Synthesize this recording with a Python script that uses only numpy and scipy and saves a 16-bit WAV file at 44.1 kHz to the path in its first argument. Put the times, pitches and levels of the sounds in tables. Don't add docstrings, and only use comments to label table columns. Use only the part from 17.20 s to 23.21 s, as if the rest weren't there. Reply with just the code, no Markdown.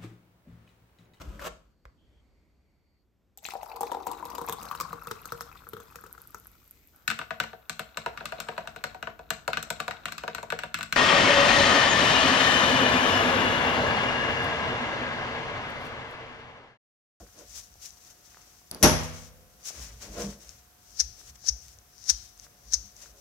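import sys
import numpy as np
from scipy import signal
from scipy.fft import rfft, irfft
from scipy.io import wavfile
from scipy.ndimage import uniform_filter1d

SR = 44100
rng = np.random.default_rng(int(sys.argv[2]) if len(sys.argv) > 2 else 0)


def materialize(psi):
    bounded = np.clip(np.atleast_2d(psi).T, -1, 1)
    quanta = np.round(bounded * 32767).astype(np.int16)
    wavfile.write(sys.argv[1], SR, quanta)


def gain_from_db(level_db):
    decades = np.asarray(level_db, float) / 20
    return 10 ** decades


N = 264908

# start in [s], crack level in [dB], level of the singing rim in [dB].
SHELL_BLOWS = [
    (1.6278, -16, -5),
    (1.6302, -19, -14),
    (1.6324, -13.5, -7.5),
    (1.636, -12, -7),
    (1.6345, -12.5, -7.5),
    (1.642, -15.5, -5),
    (1.6475, -15, -14.5),
]
# peak in [s], grind level in [dB], rise in [s], fall in [s], jolt in the arms in [dB].
MAGNET_JUMPS = [
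    (3.806, -25, 0.0095, 0.0082, -37.5),
    (4.29, -27, 0.018, 0.007, -30),
    (4.901, -17.5, 0.0079, 0.0062, -35.5),
    (5.539, -24.5, 0.0073, 0.01, -36),
]


def level(x, db):
    return x * gain_from_db(db) / np.sqrt(np.mean(x ** 2))


def noise(channels=2, size=N):
    return rng.standard_normal((channels, size))


def stereo(likeness_hz, size=N):
    b, a = signal.butter(1, likeness_hz, fs=SR)
    mid = noise(channels=1, size=size)
    own = noise(size=size)
    return own + signal.lfilter(b, a, mid - own)


def grains(rate, scatter_db):
    hit = (rng.random(N) < rate / SR) * gain_from_db(scatter_db * rng.exponential(size=N))
    return level(hit * (noise(channels=1) + 2.3 * noise()), 0)


def flicker(rate, depth_db):
    hold = int(SR / rate)
    steps = np.repeat(rng.standard_normal(N // hold + 1), hold)
    return gain_from_db(depth_db * uniform_filter1d(steps, hold)[:N])


def swells(t, rows):
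    roundness = 1.58
    u = t[::32]
    gain = 0
    for s, db, rise, fall in rows:
        gain = gain + gain_from_db(db) * np.exp(-np.maximum((s - u) / rise, (u - s) / fall) ** roundness)
    return np.interp(t, u, gain)


def colour(x, points):
    hz, db = np.transpose(points)
    size = 2 ** 11
    bins_hz = np.arange(1, size // 2 + 2) * SR / size
    cep = irfft(np.interp(np.log(bins_hz), np.log(hz), db) * np.log(10) / 20)
    cep[1:size // 2] *= 2
    cep[size // 2 + 1:] = 0
    impulse = irfft(np.exp(rfft(cep)))
    return signal.fftconvolve(np.atleast_2d(x), impulse[None], axes=1)[:, :N]


def band(x, hz, width):
    return signal.lfilter(*signal.iirpeak(hz, hz / width, SR), x)


def ring(x, modes):
    out = 0
    for hz, db, t60 in modes:
        r = np.exp(-np.log(1000) / t60 / SR)
        w = 2 * np.pi * hz / SR
        out = out + signal.lfilter([0, gain_from_db(db) * r * np.sin(w)], [1, -2 * r * np.cos(w), r ** 2], x + 1e-18)
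    return out


def clicks(rows, spread, ragged):
    out = np.zeros((2, N))
    shape = ragged * rng.standard_normal((len(rows), 2, 24))
    shape[:, :, 0] = 1
    shape = shape * np.exp(-np.arange(24) / spread)
    for (s, db), pair in zip(rows, shape):
        for c, lag in enumerate([0, 6]):
            i = int(s * SR) + lag
            out[c, i:i + 24] += gain_from_db(db) * pair[c]
    return out


def pings(rows, width_s, right_db):
    out = np.zeros((2, N))
    u = np.arange(-60, 60) / SR
    for (s, db, hz), (detune, phase) in zip(rows, rng.standard_normal((len(rows), 2))):
        port_hz = hz * (1 + np.array([[0], [.06 * detune]]))
        turn = 2 * np.pi * port_hz * u + np.array([[0], [phase]])
        i = int(s * SR)
        out[:, i - 60:i + 60] += gain_from_db([[db], [db + right_db]]) * np.exp(-(u / width_s) ** 2) * np.sin(turn)
    return out


def room(x):
    # frequency in [Hz], reverb time in [s].
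    reverb_times = [(150, 0.31), (600, 0.61), (2500, 0.73), (6000, 0.42), (11000, 0.36), (16000, 0.096)]
    hz, t60 = np.transpose(reverb_times)
    t = np.arange(SR) / SR
    tail = 0
    for f in 68.9 * 2 ** np.arange(0, 8.1, .5):
        decay = gain_from_db(-60 * t / np.interp(np.log(f), np.log(hz), t60))
        tail = tail + band(stereo(330.0, size=SR), f, f / 3) * decay
    tail = tail * (1 - np.exp(-t / .006))
    return signal.fftconvolve(x, tail, axes=1)[:, :N]


def air(t):
    # frequency in [Hz], level in [dB].
    air_spectrum = [(30, 4), (60, 29), (120, 22), (300, 13), (700, 10), (1500, 10.5), (3700, -6),
                    (6000, -4.5), (9000, -15), (16000, -6.5)]
    # frequency in [Hz], rms level in [dB].
    appliance_tones = [(719, -74), (12355, -78), (13033, -74)]
    tones = 0
    for hz, db in appliance_tones:
        phase = .2 * rng.random((2, 1))
        tones = tones + gain_from_db(db + 3) * np.sin(2 * np.pi * (hz * t + phase))
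    return level(colour(stereo(270.0), air_spectrum), -62.5) + tones


def pressed(rows):
    return [(s, db + more_db, rise, fall) for s, db, rise, fall, more_db in rows]


def gloves(t):
    # peak in [s], rustle level in [dB], rise in [s], fall in [s],
    # pressure as rubbing over rustle in [dB].
    strokes = [(.19, -61, 0.041, 0.079, 0), (0.383, -41.5, 0.05, 0.033, -15.5),
               (.642, -47.5, 0.028, 0.054, -14), (.904, -59.5, 0.099, 0.022, -5.5),
               (1.166, -64.5, 0.14, 0.17, 1.5), (1.86, -52.5, 0.17, 0.071, -25),
               (2.055, -61, .02, .03, -12), (1.97, -54.5, .05, 0.079, -3.5),
               (2.466, -45, 0.024, 0.042, -22), (2.5, -44, 0.0234, 0.013, -13),
               (2.606, -48, 0.12, 0.13, -4), (2.823, -47.5, 0.016, 0.063, -3),
               (3.01, -41.5, 0.06, 0.051, -3), (3.232, -53.5, 0.042, 0.15, -8),
               (3.74, -58.5, 0.11, .3, -25), (4.006, -52, 0.03, 0.018, -16),
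               (4.098, -49, 0.035, 0.0073, -10), (4.16, -57.5, 0.0088, 0.0049, -1.5),
               (4.42, -61, .1, 0.059, -18), (4.512, -56.5, .05, 0.033, -21), (4.82, -68, 0.043, .2, -14),
               (5.05, -57.5, 0.14, 0.056, -31), (5.25, -52.5, 0.042, 0.014, -11),
               (3.12, -50.5, .05, 0.029, -6), (5.83, -50.5, 0.049, 0.055, -8.5)]
    # time in [s], rustle level in [dB].
    grip = [(0, -59), (.13, -63.5), (1.37, -65), (1.585, -70), (1.626, -50), (1.65, -51), (2.4, -77.5),
            (3.4, -80), (4.2, -78), (4.7, -72), (5.4, -70.5), (5.66, -59), (5.76, -72), (6, -62)]
    # frequency in [Hz], level in [dB].
    rustle_spectrum = [(300, -19), (1000, -15.5), (2500, -6), (4500, -2.5), (7000, -1), (10000, -5.5),
                       (16000, -9)]
    rustle = swells(t, np.array(strokes)[:, :4]) + gain_from_db(np.interp(t, *np.transpose(grip)))
    crackle = .7 * grains(6000, 2.2)
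    fabric = level(flicker(60., 2.5) * colour(crackle + stereo(730.0), rustle_spectrum), -3.5)
    rubber = 0.44 * grains(2100, 1.6) + stereo(600.)
    for _ in range(2):
        rubber = band(rubber, 1400.0, 3100.0)
    return rustle * fabric + swells(t, pressed(strokes)) * level(rubber, -0.71)


def shaken(push, modes):
    return level(sum(gain_from_db(db) * band(band(push, hz, 3 * w), hz, w) for hz, w, db in modes), -3.6)


def slides_and_leans(t):
    # peak in [s], drag level in [dB], rise in [s], fall in [s],
    # weight as boom over drag in [dB].
    slides = [(.001, -46, .05, 0.051, -5), (0.2, -47.5, 0.036, 0.046, -14.5), (.4, -69.5, 0.23, 0.15, 2),
              (.9, -69, 0.16, 0.27, -10), (1.624, -38.5, 0.014, .005, -3), (1.97, -63.5, 0.13, 0.51, 3.5),
              (2.46, -64, 0.026, .03, -14), (2.55, -57.5, .03, 0.24, -5.5), (2.86, -47, 0.037, 0.13, -2.5),
              (3.006, -29, 0.038, 0.036, -15.5), (3.06, -43.5, 0.036, 0.076, 5),
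              (3.25, -61, 0.082, 0.13, -7.5), (3.74, -72.5, 0.045, 0.08, 4), (4.006, -66, 0.043, 0.13, -19),
              (4.4, -68, .1, .03, -8), (4.61, -66, 0.085, 0.035, -14), (5.25, -63, 0.032, 0.11, -2.5),
              (5.47, -66, 0.085, .1, -15), (5.66, -73, 0.15, 0.04, 11.5), (5.86, -61, 0.13, 0.069, -9),
              (5.982, -59.5, 0.054, 0.033, -7)]
    # peak in [s], level in [dB], rise in [s], fall in [s].
    leans = [(.001, -47.5, .05, 0.069), (.35, -52, 0.11, 0.074), (.58, -54, 0.069, .03),
             (.7, -65, 0.037, .05), (.936, -57, .02, 0.017), (1.116, -59, .05, .02),
             (1.37, -62, .06, 0.035), (2.0, -55, .1, 0.27), (2.606, -40, 0.038, 0.29),
             (2.882, -47, .04, 0.034), (3.01, -37, 0.052, 0.093), (3.28, -49, 0.024, 0.14),
             (3.9, -47.5, .12, 0.051), (4.098, -48.5, 0.053, 0.074), (4.22, -54.5, 0.022, 0.29),
             (4.419, -52, 0.027, .06), (4.6, -58, .1, 0.037), (4.82, -60, 0.05, 0.37),
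             (5.05, -53, 0.13, 0.0086), (5.215, -56, 0.029, .03), (5.47, -53, 0.054, .2),
             (5.66, -56, 0.12, 0.036), (5.8, -61, 0.022, 0.046), (5.916, -50.5, .04, 0.027)]
    # frequency in [Hz], width in [Hz], level in [dB].
    drag_modes = [(325, 60, -1.5), (401.3, 20, -0.5), (480, 27, 3), (577, 68, 1.5), (660, 60, -9),
                  (820, 120, -16), (1040, 50, -11), (1400, 200, -18)]
    # frequency in [Hz], width in [Hz], level in [dB].
    boom_modes = [(150.6, 17, -9), (197.4, 17.3, -5.5)]
    # frequency in [Hz], width in [Hz], level in [dB].
    arm_modes = [(53.7, 22.5, 10), (90.3, 17, -6.5)]
    push = flicker(40., 1.6) * stereo(1200.0)
    drag = swells(t, np.array(slides)[:, :4]) * shaken(push, drag_modes)
    boom = swells(t, pressed(slides)) * shaken(push, boom_modes)
    return drag + boom + swells(t, leans) * shaken(push, arm_modes)


def ticks(t):
    # start in [s], peak level in [dB], pitch in [Hz], left minus right in [dB].
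    glove_ticks = [(0.3084, -37, 5570, 6), (0.5407, -44, 6130, 18), (0.7061, -33, 5900, 10),
                   (0.8493, -44, 5750, 17), (0.9024, -36, 6100, 5), (2.5944, -28, 5600, 0),
                   (2.9294, -46, 5840, -6), (3.021, -22.5, 5640, 8), (3.2927, -25, 5900, 6),
                   (4.5875, -38, 6180, 12), (4.781, -37.5, 5300, 12.5), (4.8409, -33, 5880, 15),
                   (5.1774, -33, 7800, 6), (5.248, -38, 8000, 4), (2.139, -44, 9000, 0),
                   (5.1978, -36.5, 6020, 23), (5.446, -54, 5800, 3), (5.766, -34, 6240, 9),
                   (5.8046, -37, 6550, 12)]
    # start in [s], peak level in [dB], pitch in [Hz], left minus right in [dB].
    creaks = [(0.556, -47, 770, 0.0087), (.067, -45, 1600, 0), (.089, -47, 1550, 0), (.211, -46, 1350, 0),
              (1.146, -38, 1680, 0.048), (1.171, -36, 1210, 0), (1.273, -49.5, 640, 0),
              (2.506, -36, 684, 0), (2.595, -44, 627, 0), (3.129, -39, 1800, 0.0023),
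              (.772, -51, 1100, 0.011), (1.417, -48.5, 1100, 0.01), (3.69, -56, 693, 0.0057),
              (4.014, -44, 1500, 0.018), (4.243, -44, 710, 0.0074), (5.267, -40.5, 1420, 0.034),
              (5.859, -39.5, 1420, 0.0092)]
    out = np.zeros((2, N))
    u = t[:400]
    for s, db, hz, pan_db in [*glove_ticks, *creaks]:
        i = int(s * SR)
        cycles = 1.47 if hz > 4000 else .9
        tick = np.exp(-u * hz / cycles) * np.sin(2 * np.pi * hz * u)
        port_db = db - 8.3 * (hz > 4000) + np.array([pan_db, -pan_db]) / 2
        out[:, i:i + 400] += np.outer(gain_from_db(port_db), tick)
    return out + gain_from_db(-43.5) * room(out)


def snap(t):
    # start in [s], level in [dB].
    touches = [
        (1.5131, -38),
        (1.5142, -43),
        (1.5473, -43),
    ]
    # frequency in [Hz], level in [dB], t60 in [s].
    brushed_modes = [(4850, 0, 0.0087), (5900, -5, .004), (10900, 10.5, 0.0066), (10500, -4, 0.016),
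                     (14000, -7, .003)]
    # frequency in [Hz], level in [dB], t60 in [s].
    rim_modes = [(4750, -13, 0.0032), (9330, -22, 0.0094), (10730, -1, 0.0057), (11360, -2.5, 0.0069),
                 (12900, -24.5, 0.01), (14800, -23.5, 0.004)]
    # peak in [s], level in [dB], pitch in [Hz].
    chatter_pings = [(1.628, -4.5, 5750), (1.6305, -9.0, 5520), (1.6314, -4.5, 5820), (1.6336, -2.5, 5880),
                     (1.6359, -5.5, 5990), (1.6373, -3.0, 5870), (1.6386, -6.0, 5520),
                     (1.6396, -11.0, 4430), (1.6411, -7.5, 6060), (1.6421, -1.0, 6280),
                     (1.6441, -9.5, 5750), (1.6463, -8.5, 5960), (1.6477, -3.5, 5450), (1.6499, -3.5, 5720),
                     (1.6532, -10.5, 6470), (1.6543, -12.5, 5810), (1.6562, -16.5, 5370),
                     (1.6577, -13.5, 5470), (1.6589, -11.5, 5980), (1.661, -29.0, 5850),
                     (1.6624, -13.0, 5800), (1.6637, -16.0, 5780)]
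    # peak in [s], level in [dB], pitch in [Hz].
    rim_pings = [(1.6285, -9.0, 11320), (1.6295, -14.0, 11350), (1.631, -18.0, 10950),
                 (1.6333, -14.0, 10850), (1.6344, -10.0, 11050), (1.6362, -14.5, 11150),
                 (1.6373, -8.5, 11040), (1.6384, -15.5, 10850), (1.6412, -15.0, 11060),
                 (1.6425, -14.5, 11250), (1.6441, -19.0, 10850), (1.6472, -15.5, 11560),
                 (1.6488, -16.5, 10940), (1.6573, -18.0, 10820)]
    # frequency in [Hz], level in [dB].
    crack_spectrum = [(100, 28), (600, 16.5), (2000, 20), (5500, 11.5), (8500, 12), (12500, -5),
                      (16000, -15)]
    s, crack_db, rim_db = np.transpose(SHELL_BLOWS)
    crack = colour(clicks(np.c_[s, crack_db], 9.0, 0.3)[0], crack_spectrum)
    rim = gain_from_db(-7.0) * ring(clicks(np.c_[s, rim_db], 3.1, 0.79), rim_modes)
    rim = rim + gain_from_db(-1.2) * pings(rim_pings, .0005, -1.5)
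    chatter = gain_from_db(-13.0) * pings(chatter_pings, 0.00035, 3)
    brush = gain_from_db(5.0) * ring(clicks(touches, 1.4, .3), brushed_modes)
    metal = chatter + rim + crack + brush
    return metal + room(metal * gain_from_db(np.where(t < 1.6, -45, -36)))


def desk_knock(t):
    # start in [s], level in [dB].
    landings = [
        (1.514, -28.5),
        (1.55, -34.5),
        (1.632, 3),
    ]
    # frequency in [Hz], level in [dB], t60 in [s], left port's lead in [radians].
    desk_modes = [(58.3, -6, .35, 1.6), (66, -2.5, 0.71, 0.97), (88.5, -2, 0.98, 1.8),
                  (98.3, -6, 0.72, 0.85), (124.4, -9, 0.72, 0.72), (159, 0.5, 0.73, 0.55),
                  (203, 2.5, 0.33, 0.354), (243, -5.5, 0.79, .3), (274, 3.5, 0.28, 0.27),
                  (351, -8.5, 0.17, 0.294), (420, -10, 0.16, .3),
                  (492, -15, 1.1, 0.32), (517, -28, 2.5, 0.38), (536, -3.5, 0.27, .3),
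                   (615, 4.5, 0.45, .3), (640, -14, 1.07, 0.17), (950, 2, 0.51, .6),
                   (980, -14.5, 0.66, 0.655)]
    # frequency in [Hz], level in [dB], t60 in [s].
    board_modes = [(918, -1, .4), (1095, -3, .3), (1350, -3, .25), (1485, -3, .2), (1707, -4, .3),
                   (1884, -5, .2), (2121, -1, .15), (2342, -4, .12), (2700, -4, .1), (3079, -2, .16),
                   (3390, -6, .2), (3741, -3, .16), (4100, -4, .08), (4540, -8, .1)]
    # frequency in [Hz], level in [dB].
    wood_spectrum = [(30, -20.5), (55, -1.5), (100, -7.5), (250, 4.5), (600, 0.5), (1200, -4.5),
                     (2200, -12), (4000, -16), (7000, -26.5), (16000, -36)]
    landing = clicks(landings, 0.65, 0.066)[0]
    push = uniform_filter1d(landing, size=40)
    shake = 0
    for s, db in landings:
        since = np.maximum(t - s, 0)
        shake = shake + gain_from_db(db) * since / 0.012 * np.exp(1 - since / 0.015)
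    rattle = gain_from_db(-20) * shake * level(colour(stereo(900.), wood_spectrum), 0)
    echo = gain_from_db(-10.0) * room(colour(landing, wood_spectrum))
    s, crack_db, _ = np.transpose(SHELL_BLOWS)
    desk = gain_from_db(3.0) * ring(clicks(np.c_[s + .004, crack_db], 4.0, .8), board_modes)
    for hz, db, t60, lead in desk_modes:
        pole = np.exp((2j * np.pi * hz - np.log(1000) / t60) / SR)
        port_phase = np.exp(.5j * lead * np.array([[1], [-1]]))
        desk = desk + (signal.lfilter([gain_from_db(db)], [1, -pole], push) * port_phase).imag
    return gain_from_db(-24.0) * desk + rattle + echo


def lift(t):
    start_s, rise_s, fall_s = 3.035, 0.017, 0.039
    return swells(t, [(start_s + rise_s, -29.5, rise_s, fall_s)]) * np.sin(2 * np.pi * 201 * t)


def turns(t):
    # peak in [s], level in [dB], pitch in [Hz].
    turn_contacts = [(3.7933, -22.0, 5670), (3.7955, -14.5, 5510), (3.7964, -14.0, 5590),
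                     (3.7994, -9.0, 5980), (3.8003, -14.5, 5780), (3.8017, -1.0, 5860),
                     (3.8038, -11.5, 5910), (3.8057, -5.0, 5640), (3.8067, -10.0, 5570),
                     (3.8076, -10.5, 5320), (3.8097, -9.5, 6120), (3.8114, -13.5, 5770),
                     (3.8125, -16.0, 6090), (3.8141, -16.5, 5670), (4.2658, -22.0, 5400),
                     (4.2695, -22.0, 5590), (4.2737, -19.0, 5900), (4.2755, -23.5, 5490),
                     (4.2793, -17.0, 5710), (4.283, -13.0, 5710), (4.2845, -13.5, 5720),
                     (4.2854, -20.0, 5760), (4.2865, -7.0, 5990), (4.2883, -3.5, 5530),
                     (4.2892, -10.0, 5760), (4.2902, -8.0, 5800), (4.292, -6.0, 5720),
                     (4.2931, -10.0, 5830), (4.2952, -11.0, 5650), (4.2965, -14.5, 5720),
                     (4.2982, -21.0, 5680),
                     (4.8899, -17.0, 5960), (4.8913, -20.5, 5290), (4.8923, -11.5, 5910),
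                      (4.894, -16.5, 5950), (4.8949, -21.0, 5690), (4.8974, -1.5, 5850),
                      (4.8986, -9.0, 5530), (4.9007, -0.5, 5620), (4.9022, -8.0, 5500),
                      (4.9037, -9.0, 5130), (4.9065, -16.0, 5530), (4.9075, -11.0, 6460),
                      (4.909, -17.5, 5080), (4.9116, -20.5, 5490), (4.9139, -20.5, 5350),
                      (4.9157, -21.5, 6000), (5.5241, -21.0, 6020), (5.5251, -20.5, 6320),
                      (5.533, -24.5, 5960), (5.534, -22.5, 6010), (5.536, -6.0, 6320),
                      (5.5372, -13.0, 5600), (5.539, -13.0, 5510), (5.5402, -18.0, 5550),
                      (5.5415, -1.0, 6260), (5.5429, -17.0, 5550), (5.5449, -7.0, 5710),
                      (5.5462, -16.5, 5980), (5.5473, -14.0, 5710), (5.5511, -14.5, 5890),
                      (5.5536, -24.0, 5650), (5.555, -20.5, 5640)]
    # start in [s], level in [dB].
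    hard_slaps = [
        (3.8018, -20),
        (3.8058, -21),
        (4.2883, -30),
        (4.9007, -12),
        (5.5251, -36),
        (5.5305, -34),
        (5.5362, -23),
        (5.5416, -19),
        (4.8971, -24),
        (4.2748, -38),
    ]
    # frequency in [Hz], level in [dB], t60 in [s].
    closed_modes = [(1700, -9, .01), (4530, -5, .018), (5000, -8, .015), (2900, -24, .006),
                    (6500, -16, .015), (10600, -26, .015), (13500, -24, .008)]
    # frequency in [Hz], level in [dB].
    grind_spectrum = [(300, -16.5), (1000, -16), (1700, -5), (2800, -12), (4600, 1), (6000, 2), (8000, -8),
                      (12000, -12.5), (16000, -28)]
    swell = 0
    for s, db, rise, fall, _ in MAGNET_JUMPS:
        swell = swell + gain_from_db(db) * np.exp(np.minimum((t - s) / rise, (s - t) / fall))
        swell = swell + gain_from_db(db - 23) * np.exp(np.minimum((t - s) / 0.062, (s - t) / 0.037))
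    grind = gain_from_db([[0], [-4]]) * colour(swell * grains(9000, 1.6), grind_spectrum)
    contacts = gain_from_db(-11.3) * pings(turn_contacts, 0.00036, -3.0)
    bass_cut = signal.butter(2, 1300, "high", fs=SR, output="sos")
    slaps = signal.sosfilt(bass_cut, clicks(hard_slaps, 1.8, .3))
    shells = gain_from_db(-6.0) * ring(slaps, closed_modes)
    clack = gain_from_db(15.5) * band(band(slaps, 5950.0, 6000.0), 4300.0, 8100.0)
    metal = grind + contacts + clack
    return metal + shells + room(gain_from_db(-49) * metal + gain_from_db(-48.5) * shells)


def jolts(t):
    out = 0
    for s, _, _, _, jolt_db in MAGNET_JUMPS:
        late = np.maximum(t - s - .008, 0)
        thud = late / 0.019 * np.exp(1 - late / 0.016)
        out = out + gain_from_db(jolt_db) * thud * np.sin(2 * np.pi * 57.5 * late)
    return out


def scene():
    t = np.arange(N) / SR
    hands = gloves(t) + slides_and_leans(t) + ticks(t)
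    return air(t) + hands + snap(t) + desk_knock(t) + lift(t) + turns(t) + jolts(t)


def top_cut(x):
    return signal.sosfilt(signal.butter(12, 15830, fs=SR, output="sos"), x)


def record(dry):
    # frequency in [Hz], width in [Hz], level in [dB].
    ports = [(5913, 1210, 13.5), (5120, 16000, -16)]
    x = np.array([v + gain_from_db(db) * band(v, hz, w) for v, (hz, w, db) in zip(dry, ports)])
    x = x + gain_from_db(-61.0) * noise()
    x = signal.sosfilt(signal.butter(5, 45, "high", fs=SR, output="sos"), x)
    x = np.tanh(1.2 * x) / 1.3
    mix = signal.sosfilt(signal.ellip(8, .2, 70, 15750, fs=SR, output="sos"), x)
    return top_cut(mix)


dry = scene()
out = record(dry)
materialize(out)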